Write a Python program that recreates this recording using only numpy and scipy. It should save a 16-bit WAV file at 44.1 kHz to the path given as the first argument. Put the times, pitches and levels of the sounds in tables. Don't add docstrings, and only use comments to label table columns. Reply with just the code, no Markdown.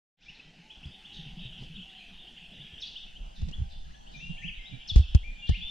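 import sys
import numpy as np
from scipy import signal
from scipy.fft import rfft, irfft, next_fast_len
from scipy.io import wavfile
from scipy.ndimage import uniform_filter1d, map_coordinates

SR = 44100
rng = np.random.default_rng(int(sys.argv[2]) if len(sys.argv) > 2 else 0)


def unload_audio(sound):
    columns = np.transpose(np.atleast_2d(sound))
    steps = np.round(np.clip(columns, -1, 1) * 32767)
    wavfile.write(sys.argv[1], SR, steps.astype(np.int16))


def decibels_to_gain(level_db):
    exponent = np.asarray(level_db, float) / 20
    return 10 ** exponent


N = 251590
TIME = np.arange(N) / SR


def unit(x):
    return x / np.sqrt(np.mean(x ** 2) + 1e-20)


def along(points, hz):
    f, v = np.transpose(points)
    return np.interp(np.log(hz + 1), np.log(f + 1), v)


def curve(rows):
    return np.interp(TIME, *np.transpose(rows))


def wobble(rate, size=N):
    knots = rng.standard_normal(int(size * rate / SR) + 4)
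    return map_coordinates(knots, [TIME[:size] * rate])


def coloured(x, spectrum):
    m = next_fast_len(N + 8192)
    gain = decibels_to_gain(along(spectrum, np.fft.rfftfreq(m, 1 / SR)))
    return irfft(rfft(x, m) * gain, m)[..., :N]


def add(track, s, sound, side):
    at = max(round(s * SR), 0)
    sound = sound[:N - at]
    track[:, at:at + len(sound)] += np.outer([1, side], sound)


def tone(hz):
    return np.sin(2 * np.pi * np.cumsum(hz) / SR)


def echoes(x, side_db):
    # f/Hz, t60/s
    forest = [(600, 1), (3000, 0.71), (6000, 0.8), (12000, 0.013)]
    out, hop = np.zeros((2, N + SR)), SR // 3
    for at in range(0, N, hop):
        noise = rng.standard_normal((2, SR * 2 // 3))
        hz, t, z = signal.stft(noise, SR, nperseg=256)
        decay = decibels_to_gain(-60 * t / along(forest, hz)[:, None])
        tail = signal.istft(z * decay, SR, nperseg=256)[1]
        tail = tail / np.linalg.norm(tail[0])
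        wet = signal.fftconvolve(x[None, at:at + hop], tail, axes=1)
        start = at + 300
        out[:, start:start + wet.shape[1]] += wet[:, :N + SR - start]
    return out[:, :N] * decibels_to_gain([[0], [side_db]])


def hush():
    # f/Hz, level/dB per Hz
    middle_colour = [(53, -45), (90, -25), (108, -3.5), (191, 1.5), (537, -15.5), (800, -8.5), (1140, -22),
                     (1540, -14), (2200, -11), (2950, -6.5), (3470, -15), (4520, -16), (11500, -37),
                     (15000, -78), (22000, -120)]
    # f/Hz, level/dB per Hz
    side_colour = [(53, -51), (90, -11), (161, 2), (413, -15.5), (787, -3), (1040, -14), (2460, -20.5),
                   (3470, -28.5), (4480, -26), (6600, -23), (15200, -60)]
    z = signal.stft(rng.standard_normal((2, N)), nperseg=512)[2]
    field = uniform_filter1d(rng.standard_normal(z.shape[1:]), 6, 0)
    field = uniform_filter1d(field, 14, 1)
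    patchy = signal.istft(z * decibels_to_gain(2.6 * unit(field)), nperseg=512)[1]
    mid, side = patchy[:, :N]
    mid = decibels_to_gain(15.0) * unit(coloured(mid, middle_colour))
    side = decibels_to_gain(16.0) * unit(coloured(side, side_colour))
    return decibels_to_gain(-73.5) * np.array([mid, side])


def whistles(phrases, side, echo_db):
    dry = np.zeros((2, N))
    for rows in phrases:
        s, hz, db = np.transpose(rows)
        t = np.arange(s[0], s[-1], 1 / SR)
        edge = np.clip(np.minimum(t - s[0], s[-1] - t) / 0.00058, 0, 1)
        level = edge * decibels_to_gain(np.interp(t, s, db) + 5.5)
        pitch = np.interp(t, s, hz) * (1 + 0.0043 * wobble(71, size=len(t)))
        add(dry, s[0], level * tone(pitch), side)
    dry = dry * decibels_to_gain(1.5 * wobble(55) + .8 * wobble(160))
    return dry + decibels_to_gain(echo_db) * echoes(dry[0], side_db=-4.0)


def coo(s, length, top_hz, db):
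    scoop_s, sag_hz_per_s = .04, 480
    end_hz = top_hz - sag_hz_per_s * (length - scoop_s)
    return [(s, .92 * top_hz, db - 1), (s + scoop_s, top_hz, db), (s + length, end_hz, db - 4.5)]


def distant_callers():
    # t/s, length/s, start f/Hz, end f/Hz, level/dB
    low_calls = [
        (0.412, 0.17, 1970, 1950, -77.5),
        (0.419, 0.088, 3080, 3190, -67.5),
        (2.617, 0.13, 1680, 1767, -73.5),
        (3.629, 0.025, 1690, 1500, -72),
        (3.85, 0.016, 1670, 1680, -68),
        (3.895, 0.03, 1550, 2120, -65),
        (3.942, 0.018, 1710, 1690, -61),
        (3.968, 0.024, 1740, 1710, -66),
    ]
    # t/s, length/s, top f/Hz, level/dB
    doves = [
        (.625, 0.19, 884, -71.5),
        (0.935, 0.12, 770, -73),
        (.97, 0.15, 868, -74.5),
        (1.09, 0.34, 843, -73),
        (1.388, 0.16, 660, -76),
        (1.832, 0.27, 782, -70),
    ]
    glides = [[(s, start_hz, db), (s + length, end_hz, db)] for s, length, start_hz, end_hz, db in low_calls]
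    return whistles(glides + [coo(*row) for row in doves], side=0.17, echo_db=-9.0)


def hand():
    # t/s, peak/dB, ring f/Hz, t60/s, snap/dB
    thumps = [(0.771, -43, 36, .1, -30), (2.727, -39.5, 74, .06, -26.5), (4.962, 6, 88, 0.021, -39),
              (0.856, -35.5, 70.6, 0.11, -6), (3.203, -38, 31.5, 0.4, -11), (3.426, -18, 70, 0.078, -7),
              (3.584, -30, 63.3, 0.18, -6), (3.615, -20.5, 71.6, 0.075, -17), (4.574, -36, 25.8, 0.18, -19),
              (4.916, -29.5, 84.6, 0.1, 3), (4.9604, -6.5, 55, 0.14, -2), (4.9952, -8, 70, 0.08, -11.5),
              (5.113, -47, 42.4, 0.073, -15), (5.149, 0, 67.4, 0.056, -9), (5.267, -37, 30.2, 0.47, -31),
              (5.4938, -3.5, 60.6, 0.041, -6), (5.5103, -5.5, 88, 0.035, -20), (5.52, -22.5, 42, .12, -18),
              (5.598, -37, 59.7, 0.04, -2)]
    # t/s, peak/dB, ring f/Hz
    tap_events = [(0.294, -54.5, 162), (0.475, -53, 164), (0.591, -57, 170), (0.857, -43.5, 132),
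                  (1.191, -41, 162), (1.257, -40.5, 140.5), (1.315, -44.5, 172), (1.374, -40.5, 166),
                  (1.453, -39, 129.4), (1.553, -51.5, 159), (1.607, -40.5, 133), (1.702, -43, 159),
                  (1.778, -41, 189.4), (2.117, -51.5, 179), (2.342, -57, 166), (2.42, -53, 170),
                  (2.522, -48.5, 183), (2.6, -45, 148.6), (2.729, -50, 166), (3.254, -57, 160),
                  (3.425, -33, 99), (3.478, -39.5, 151.4), (3.6, -33.5, 114), (3.763, -51.5, 138),
                  (3.866, -50.5, 154), (4.162, -47.5, 145.6), (4.227, -45.5, 167), (4.298, -34, 165),
                  (4.447, -36, 174.7), (4.728, -46, 267), (4.732, -37.5, 122.5), (5.575, -45, 187.8),
                  (5.605, -53, 200)]
    # t/s, peak/dB, t60/s
    scratches = [(0.388, -60.5, 0.043), (0.856, -49.5, 0.02), (1.261, -58, .03), (1.451, -48, 0.012),
                 (1.608, -56, .03), (1.62, -59, 0.23), (2.809, -65, 0.039), (2.83, -70, 0.024),
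                 (3.0625, -56, 0.017), (3.2615, -52, 0.0062), (3.2855, -77, 0.028), (3.416, -48, 0.024),
                 (3.485, -49.5, 0.065), (3.512, -49, 0.028), (4.8472, -61, 0.0145), (4.871, -68, 0.032),
                 (4.9164, -73, 0.016), (4.955, -49.5, 0.23), (4.959, -30, 0.018), (4.98, -47, 0.072),
                 (5.147, -31.5, 0.033), (5.4906, -38, 0.038)]
    # f/Hz, level/dB per Hz
    skin_colour = [(200, 23.5), (700, 3.5), (1400, -8.5), (2700, 1.5), (5500, -3), (8000, -12.5),
                   (12000, -31), (15500, -43.5)]
    # t/s, rumble/dB
    grip = [(.2, -63), (.6, -67), (1.02, -59.5), (2.03, -62.5), (2.13, -52), (2.55, -69.5), (3.1, -51.5),
            (3.3, -48.5), (3.88, -41), (3.95, -50.5), (4.47, -51), (4.79, -60), (5.1, -38), (5.3, -39.5),
            (5.44, -62), (5.65, -39), (5.7, -53)]
    case, skin, taps = np.zeros((3, 2, N))
    t = np.arange(SR // 4) / SR

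    for s, db, hz, t60, snap_db in thumps:
        swing = -np.sin(2 * np.pi * hz * t) * (1 - np.exp(-(t / .009) ** 3))
        add(case, s - .003, decibels_to_gain(db + 7.5 - 60 * t / t60) * swing, -.12)
        knock = decibels_to_gain(db + snap_db - 30 - 60 * t / 0.036) * np.sin(2 * np.pi * 739 * t)
        add(case, s, knock, .5)
        snap = -decibels_to_gain(db + snap_db - 60 * t / 0.052) * np.sin(2 * np.pi * 150 * t)
        add(case[::-1], s, snap, .25)

    for (s, db, hz), turn in zip(tap_events, rng.random(len(tap_events))):
        overtone = 0.16 * np.sin(2 * np.pi * 2.27 * hz * t) * decibels_to_gain(-60 * t / 0.054)
        ring = np.sin(2 * np.pi * (hz * t + turn)) + overtone
        swell = decibels_to_gain(db + 14.0 - 60 * t / 0.093) * (1 - np.exp(-t / 0.017))
        add(taps, s - .004, swell * ring, -.75)

    for s, db, t60 in scratches:
        add(skin, s, decibels_to_gain(db + 8.0 - 60 * t / max(t60, .004)) * (1 - np.exp(-t / 0.0016)), 1.4)
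        tick = decibels_to_gain(db - 6 - 60 * t / .02) * (1 - np.exp(-t / 0.002))
        add(case, s, tick * np.sin(2 * np.pi * 2660 * t), .5)
    scratch = coloured(skin * rng.standard_normal((2, N)), skin_colour)

    press = uniform_filter1d(abs(taps[0]), size=SR // 10)
    rub_colour = [(60, -14), (120, 1.5), (190, 8.5), (300, -19.0), (500, -21.5), (1000, -70)]
    rub = press * unit(coloured(rng.standard_normal(N), rub_colour))

    sway_colour = [(10, -3.0), (22, -4.5), (45, -8.0), (70, -18.0), (120, -35.5), (200, -120)]
    sway = unit(coloured(rng.standard_normal((2, N)), sway_colour))
    stirred = decibels_to_gain(-15) * abs(case[0]) + decibels_to_gain(2.5) * abs(taps[0])
    stirred = uniform_filter1d(stirred, size=int(0.13 * SR))
    rumble = (decibels_to_gain(curve(grip)) + stirred) * sway * decibels_to_gain([[0], [-14]])
    return case + taps + np.outer([1, -.7], rub) + scratch + rumble


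def held_note(s, length, start_hz, held_hz, db):
    slide = min(0.00491 + abs(held_hz - start_hz) / 30000, length / 2)
    dwell = 0.6
    go, there = s + dwell * slide, s + (1 + dwell) * slide
    full = there + 0.012
    end = s + length
    held_db = db - 5 * ((held_hz - start_hz) / 1000) ** 2
    soft_db = held_db - 8
    end_db = held_db - 198.5 * (end - full)
    return [(s, start_hz, soft_db), (go, start_hz, soft_db), ((go + there) / 2, (start_hz + held_hz) / 2, db),
            (there, held_hz, held_db), (full, held_hz, held_db), (end, held_hz, end_db)]


def hooked_note(s, length, start_hz, held_hz, db):
    hook_s, rise_db, fade_db_per_s = .009, 8, 45
    t = np.minimum(hook_s * np.arange(7) ** 1.3 / 2, length / 2)
    gap = np.exp(-t / hook_s)
    rows = list(zip(s + t, held_hz + (start_hz - held_hz) * gap, db - rise_db * gap))
    return rows + [(s + length, held_hz, db - fade_db_per_s * length)]


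def whistler():
    # t/s, length/s, start f/Hz, held f/Hz, peak/dB
    sliding = [
        (4.137, 0.044, 2510, 2400, -49.5),
        (4.383, 0.12, 1786, 3248, -39),
        (4.576, 0.053, 2326, 2109, -51.5),
        (4.628, 0.058, 3170, 3810, -50),
        (4.715, .045, 2500, 2340, -54),
        (5.522, 0.049, 2100, 2885, -39.5),
    ]
    # t/s, length/s, start f/Hz, held f/Hz, peak/dB
    hooked = [
        (4.197, .14, 2400, 2775, -48),
        (5.232, .135, 2000, 2405, -47),
        (5.392, .05, 2850, 3530, -60),
        (5.61, .095, 3050, 3555, -42),
    ]
    phrases = [held_note(*row) for row in sliding] + [hooked_note(*row) for row in hooked]
    return whistles(phrases, side=0.32, echo_db=-4.5)


def sharp_caller():
    # t/s, slide/dB, high note/dB, slide end f/Hz, echo/dB
    calls = [
        (.19, -63, -71.5, 3270, 10),
        (1.117, -50.5, -83, 3410, 1.5),
        (2.801, -34, -50, 3238, -6.5),
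        (3.335, -55.5, -89, 3380, 5),
        (3.68, -58, -92, 3396, 7.5),
        (4.1, -61.5, -95, 3410, 11),
        (4.873, -29.5, -43, 3262, -10.5),
        (5.458, -39, -80, 2802, -3.5),
    ]
    dry, send = np.zeros((2, 2, N))
    t = np.arange(SR // 20) / SR
    size = len(t)
    for s, db, high_db, end_hz, echo_db in calls:
        side = 0.12 * max(s - 2.3, 0)

        u = np.clip((t - .01) / 0.038, 0, 1)
        slide_level = u ** 1.3 * (1 - u ** 2.2) * decibels_to_gain(2.5 * wobble(200, size=size))
        slide = slide_level * tone(end_hz + (5250 - end_hz) * np.exp(-u / .27))

        swell = np.sin(np.pi * np.clip(t / .036, 0, 1)) ** .5
        burr = decibels_to_gain(3.8 * wobble(130, size=size))
        lower = tone(5330 + 45 * wobble(200, size=size))
        upper = 0.5 * tone(5900 + 260 * wobble(400, size=size))
        high = swell * burr * (lower + upper)
        call = decibels_to_gain(db + 10.0) * slide + decibels_to_gain(high_db) * high

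        early = np.clip(t / .042, 0, 1)
        rasp_hz = end_hz + 2900 * (1 - early) ** 1.7 + 650 * wobble(900, size=size)
        rasp = decibels_to_gain(db - 5.0) * np.sin(np.pi * early) * tone(rasp_hz)
        add(dry, s, call + decibels_to_gain(-23.0) * rasp, side)
        add(send, s, decibels_to_gain(echo_db) * (call + rasp), 0)
    return dry + echoes(send[0], side_db=-7)


def chirp(length, start_hz, end_hz):
    u = np.linspace(0, 1, int(length * SR))
    bend = .25 * u + .75 / (1 + np.exp((.45 - u) / .11))
    swell = np.sin(np.pi * u) ** 1.1
    return swell * tone(start_hz + (end_hz - start_hz) * bend)


def flock():
    # middle t/s, start f/Hz, end f/Hz, peak/dB
    clear = [(.294, 2584, 2974, -41.5), (.687, 1899, 2570, -76), (.71, 2800, 3500, -45.5),
             (.761, 2920, 3460, -50.5), (.843, 2500, 3490, -43.5), (1.054, 2593, 3614, -44),
             (1.191, 2900, 3370, -57), (1.394, 2630, 3200, -47), (1.468, 2850, 3850, -50.5),
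             (1.763, 2820, 3587, -43.5), (1.83, 2821, 3390, -44), (2.192, 2680, 3770, -48),
             (2.282, 2690, 3400, -47), (2.38, 2685, 3300, -45), (2.612, 2750, 3670, -42.5),
             (2.677, 2790, 3400, -50), (2.785, 2700, 3790, -44), (2.856, 2940, 3850, -47),
             (2.873, 4760, 4600, -45), (2.883, 4350, 3900, -44.5), (2.97, 2740, 3690, -36.5),
             (3.166, 2788, 3266, -42), (3.538, 2720, 3510, -39.5), (1.8, 2705, 3335, -47),
             (3.042, 2780, 3110, -46), (3.948, 2710, 3530, -52.5), (4.076, 2680, 3320, -50),
             (4.206, 1680, 2400, -51.5), (4.388, 2950, 3370, -44), (4.489, 3210, 2480, -34),
             (4.43, 2300, 2900, -45), (4.47, 2200, 2700, -55), (5.51, 1680, 1850, -49),
             (4.506, 2090, 2700, -41), (4.525, 2515, 3000, -43), (4.547, 2575, 3100, -45),
             (4.567, 3250, 3550, -60), (5.385, 2430, 2800, -56), (1.42, 3000, 3640, -52),
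             (1.545, 2910, 3620, -62), (2.76, 2750, 3150, -50), (5.195, 3000, 3390, -53),
             (.225, 2350, 3010, -51)]
    # middle t/s, start f/Hz, peak/dB
    faint_sweeps = [(.955, 2850, -51), (1.125, 2750, -50), (1.215, 2850, -60), (1.305, 2800, -51),
                    (1.53, 2750, -49), (1.725, 2520, -53), (2.024, 2740, -60), (2.09, 2900, -54),
                    (2.222, 3100, -48), (2.452, 2700, -51), (2.518, 2890, -51), (4.38, 2170, -46),
                    (4.811, 2850, -51), (5.06, 2800, -52), (2.155, 2620, -56)]
    # middle t/s, length/s, f/Hz, peak/dB
    pips = [(.272, .035, 2370, -50), (.305, .016, 2500, -52), (.402, .014, 2580, -43),
            (.705, .025, 2570, -53), (1.2, .02, 2750, -52), (1.388, .02, 3420, -50), (1.43, .03, 1790, -65),
            (1.502, .02, 3000, -50), (1.756, .019, 3750, -48), (1.785, .018, 2650, -48),
            (1.885, .016, 2800, -46), (1.897, .02, 3400, -49), (2.144, .025, 2900, -54),
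            (2.449, .015, 2800, -48), (2.647, .02, 3300, -49), (2.743, .016, 3250, -46),
            (4.011, .016, 3230, -55), (4.405, .02, 3100, -49), (4.512, .02, 2690, -44),
            (4.713, .025, 2880, -49), (4.903, .014, 2900, -42), (5.04, .016, 2660, -43),
            (5.451, .06, 2800, -35), (5.43, .03, 2820, -46), (5.465, .015, 3220, -49),
            (5.488, .018, 1840, -56), (5.523, .035, 2800, -41), (5.579, .015, 2880, -44),
            (5.63, .04, 2650, -50), (5.692, .05, 5330, -64)]
    # t/s, length/s, start f/Hz, end f/Hz, peak/dB
    thin_calls = [
        (0.329, 0.029, 4500, 3360, -54.5),
        (1.574, 0.022, 5250, 3670, -57.5),
        (3.897, 0.059, 6800, 5600, -67.5),
        (4.132, 0.057, 6720, 5450, -60),
        (4.384, 0.049, 6880, 5670, -63.5),
        (0.836, 0.037, 5100, 4330, -62),
        (1.958, 0.036, 4310, 3870, -60),
        (5.564, 0.04, 4540, 4460, -66),
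        (5.669, 0.057, 5300, 5330, -74),
    ]
    # t/s, level/dB
    crowd_level = [(.36, -66), (.66, -94), (.72, -56), (1.08, -56.5), (1.2, -48.5), (1.36, -56.5),
                   (1.45, -48), (1.7, -57.5), (1.85, -51.5), (2.45, -58), (2.65, -53), (3.0, -49.5),
                   (3.3, -67.5), (3.9, -94), (4.1, -60), (5.1, -53.5), (5.38, -58), (5.7, -48)]
    near, far, thin = np.zeros((3, 2, N))
    sweeps = clear + [(s, hz, hz + 600.6, db) for s, hz, db in faint_sweeps]
    notes = [(s, 0.02 + abs(b - a) / 56000, a, b, db) for s, a, b, db in sweeps]
    notes += [(s, length, hz, hz, db) for s, length, hz, db in pips]
    for s, length, start_hz, end_hz, db in notes:
        add(near, s - length / 2, decibels_to_gain(db) * chirp(length, start_hz, end_hz), .15)
    for s, length, start_hz, end_hz, db in thin_calls:
        add(thin, s, decibels_to_gain(db) * chirp(length, start_hz, end_hz), 0)
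    for when, pitch, rise, size, span, side in rng.random((300, 6)):
        low = pitch < .08 and when < .33
        start_hz = 2330 + 750 * pitch - 750 * low
        level = decibels_to_gain(-12 * low) * decibels_to_gain(-12 * size)
        call = chirp(0.02053 + 0.0206 * span, start_hz, start_hz + 350 + 750 * rise)
        add(far, when * N / SR, level * call, side - .5)
    near = near * decibels_to_gain(1.7 * wobble(130))
    crowd = decibels_to_gain(-5.5) * far / np.std(far[0]) + unit(echoes(far[0], side_db=-7.0)) * 0.94
    send = decibels_to_gain(-8.5) * near[0]
    return near + echoes(send + thin[0], side_db=-5.5) + decibels_to_gain(curve(crowd_level) - 1.0) * crowd


def scene():
    mid, side = hush() + distant_callers() + hand() + whistler() + sharp_caller() + flock()
    return np.array([mid + side, mid - side])


def treble_gate(x, share, edge_hz):
    hz, t, z = signal.stft(x, SR, nperseg=2048)
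    luck = np.repeat(rng.random((2, 129, len(t))), 8, axis=1)[:, :len(hz)]
    usual = np.median(abs(z), axis=2, keepdims=True)
    weak = uniform_filter1d(abs(z), 16, axis=1) < 2.5 * usual
    chance = share[np.minimum((t * SR).astype(int), N - 1)]
    lost = weak & (hz[:, None] > edge_hz) & (luck < chance)
    return signal.istft(z * np.where(lost, .02, 1.2), SR, nperseg=2048)[1][:, :N] / 1.2


def band_limit(x):
    return signal.sosfilt(signal.butter(12, 15400, fs=SR, output="sos"), x)


def record(dry):
    # t/s, width 0-1
    opening = [(2.58, 0.01), (2.8, 0.28), (3.4, 0.81), (4.0, 0.95), (5.0, 0.74)]
    # f/Hz, gain/dB
    centre_loss = [(150, 0), (300, -6.5), (700, -3.5), (1400, -3), (2150, -7.5), (3000, -1.5)]
    # f/Hz, level/dB per Hz
    hiss_colour = [(6000, -35), (9000, -9), (12500, -5), (14500, -7.5), (15500, -15)]
    # t/s, level/dB
    warm_up = [(.17, -100), (.9, -94), (1.15, -89), (5.7, -89)]
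    mid, side = (dry[0] + dry[1]) / 2, (dry[0] - dry[1]) / 2
    width = np.clip(curve(opening), 0, 1)
    mid = mid + width * (coloured(mid, centre_loss) - mid)
    veil = np.clip((1.05 - TIME) / 0.57, 0, 1)
    veiled = coloured(mid, [(6500, -0.5), (9000, -7.0), (12000, -13.5)])
    mid = mid + veil * (veiled - mid)
    hiss = decibels_to_gain(curve(warm_up)) * unit(coloured(rng.standard_normal((2, N)), hiss_colour))
    mid, side = treble_gate(np.array([mid, width * side]) + hiss, .42 * (TIME > 2.8), edge_hz=8800)
    fade = np.clip((TIME - .17) / 0.14, 0, 1)
    return band_limit(fade * np.array([mid + side, mid - side]))


dry = scene()
out = record(dry)
unload_audio(out)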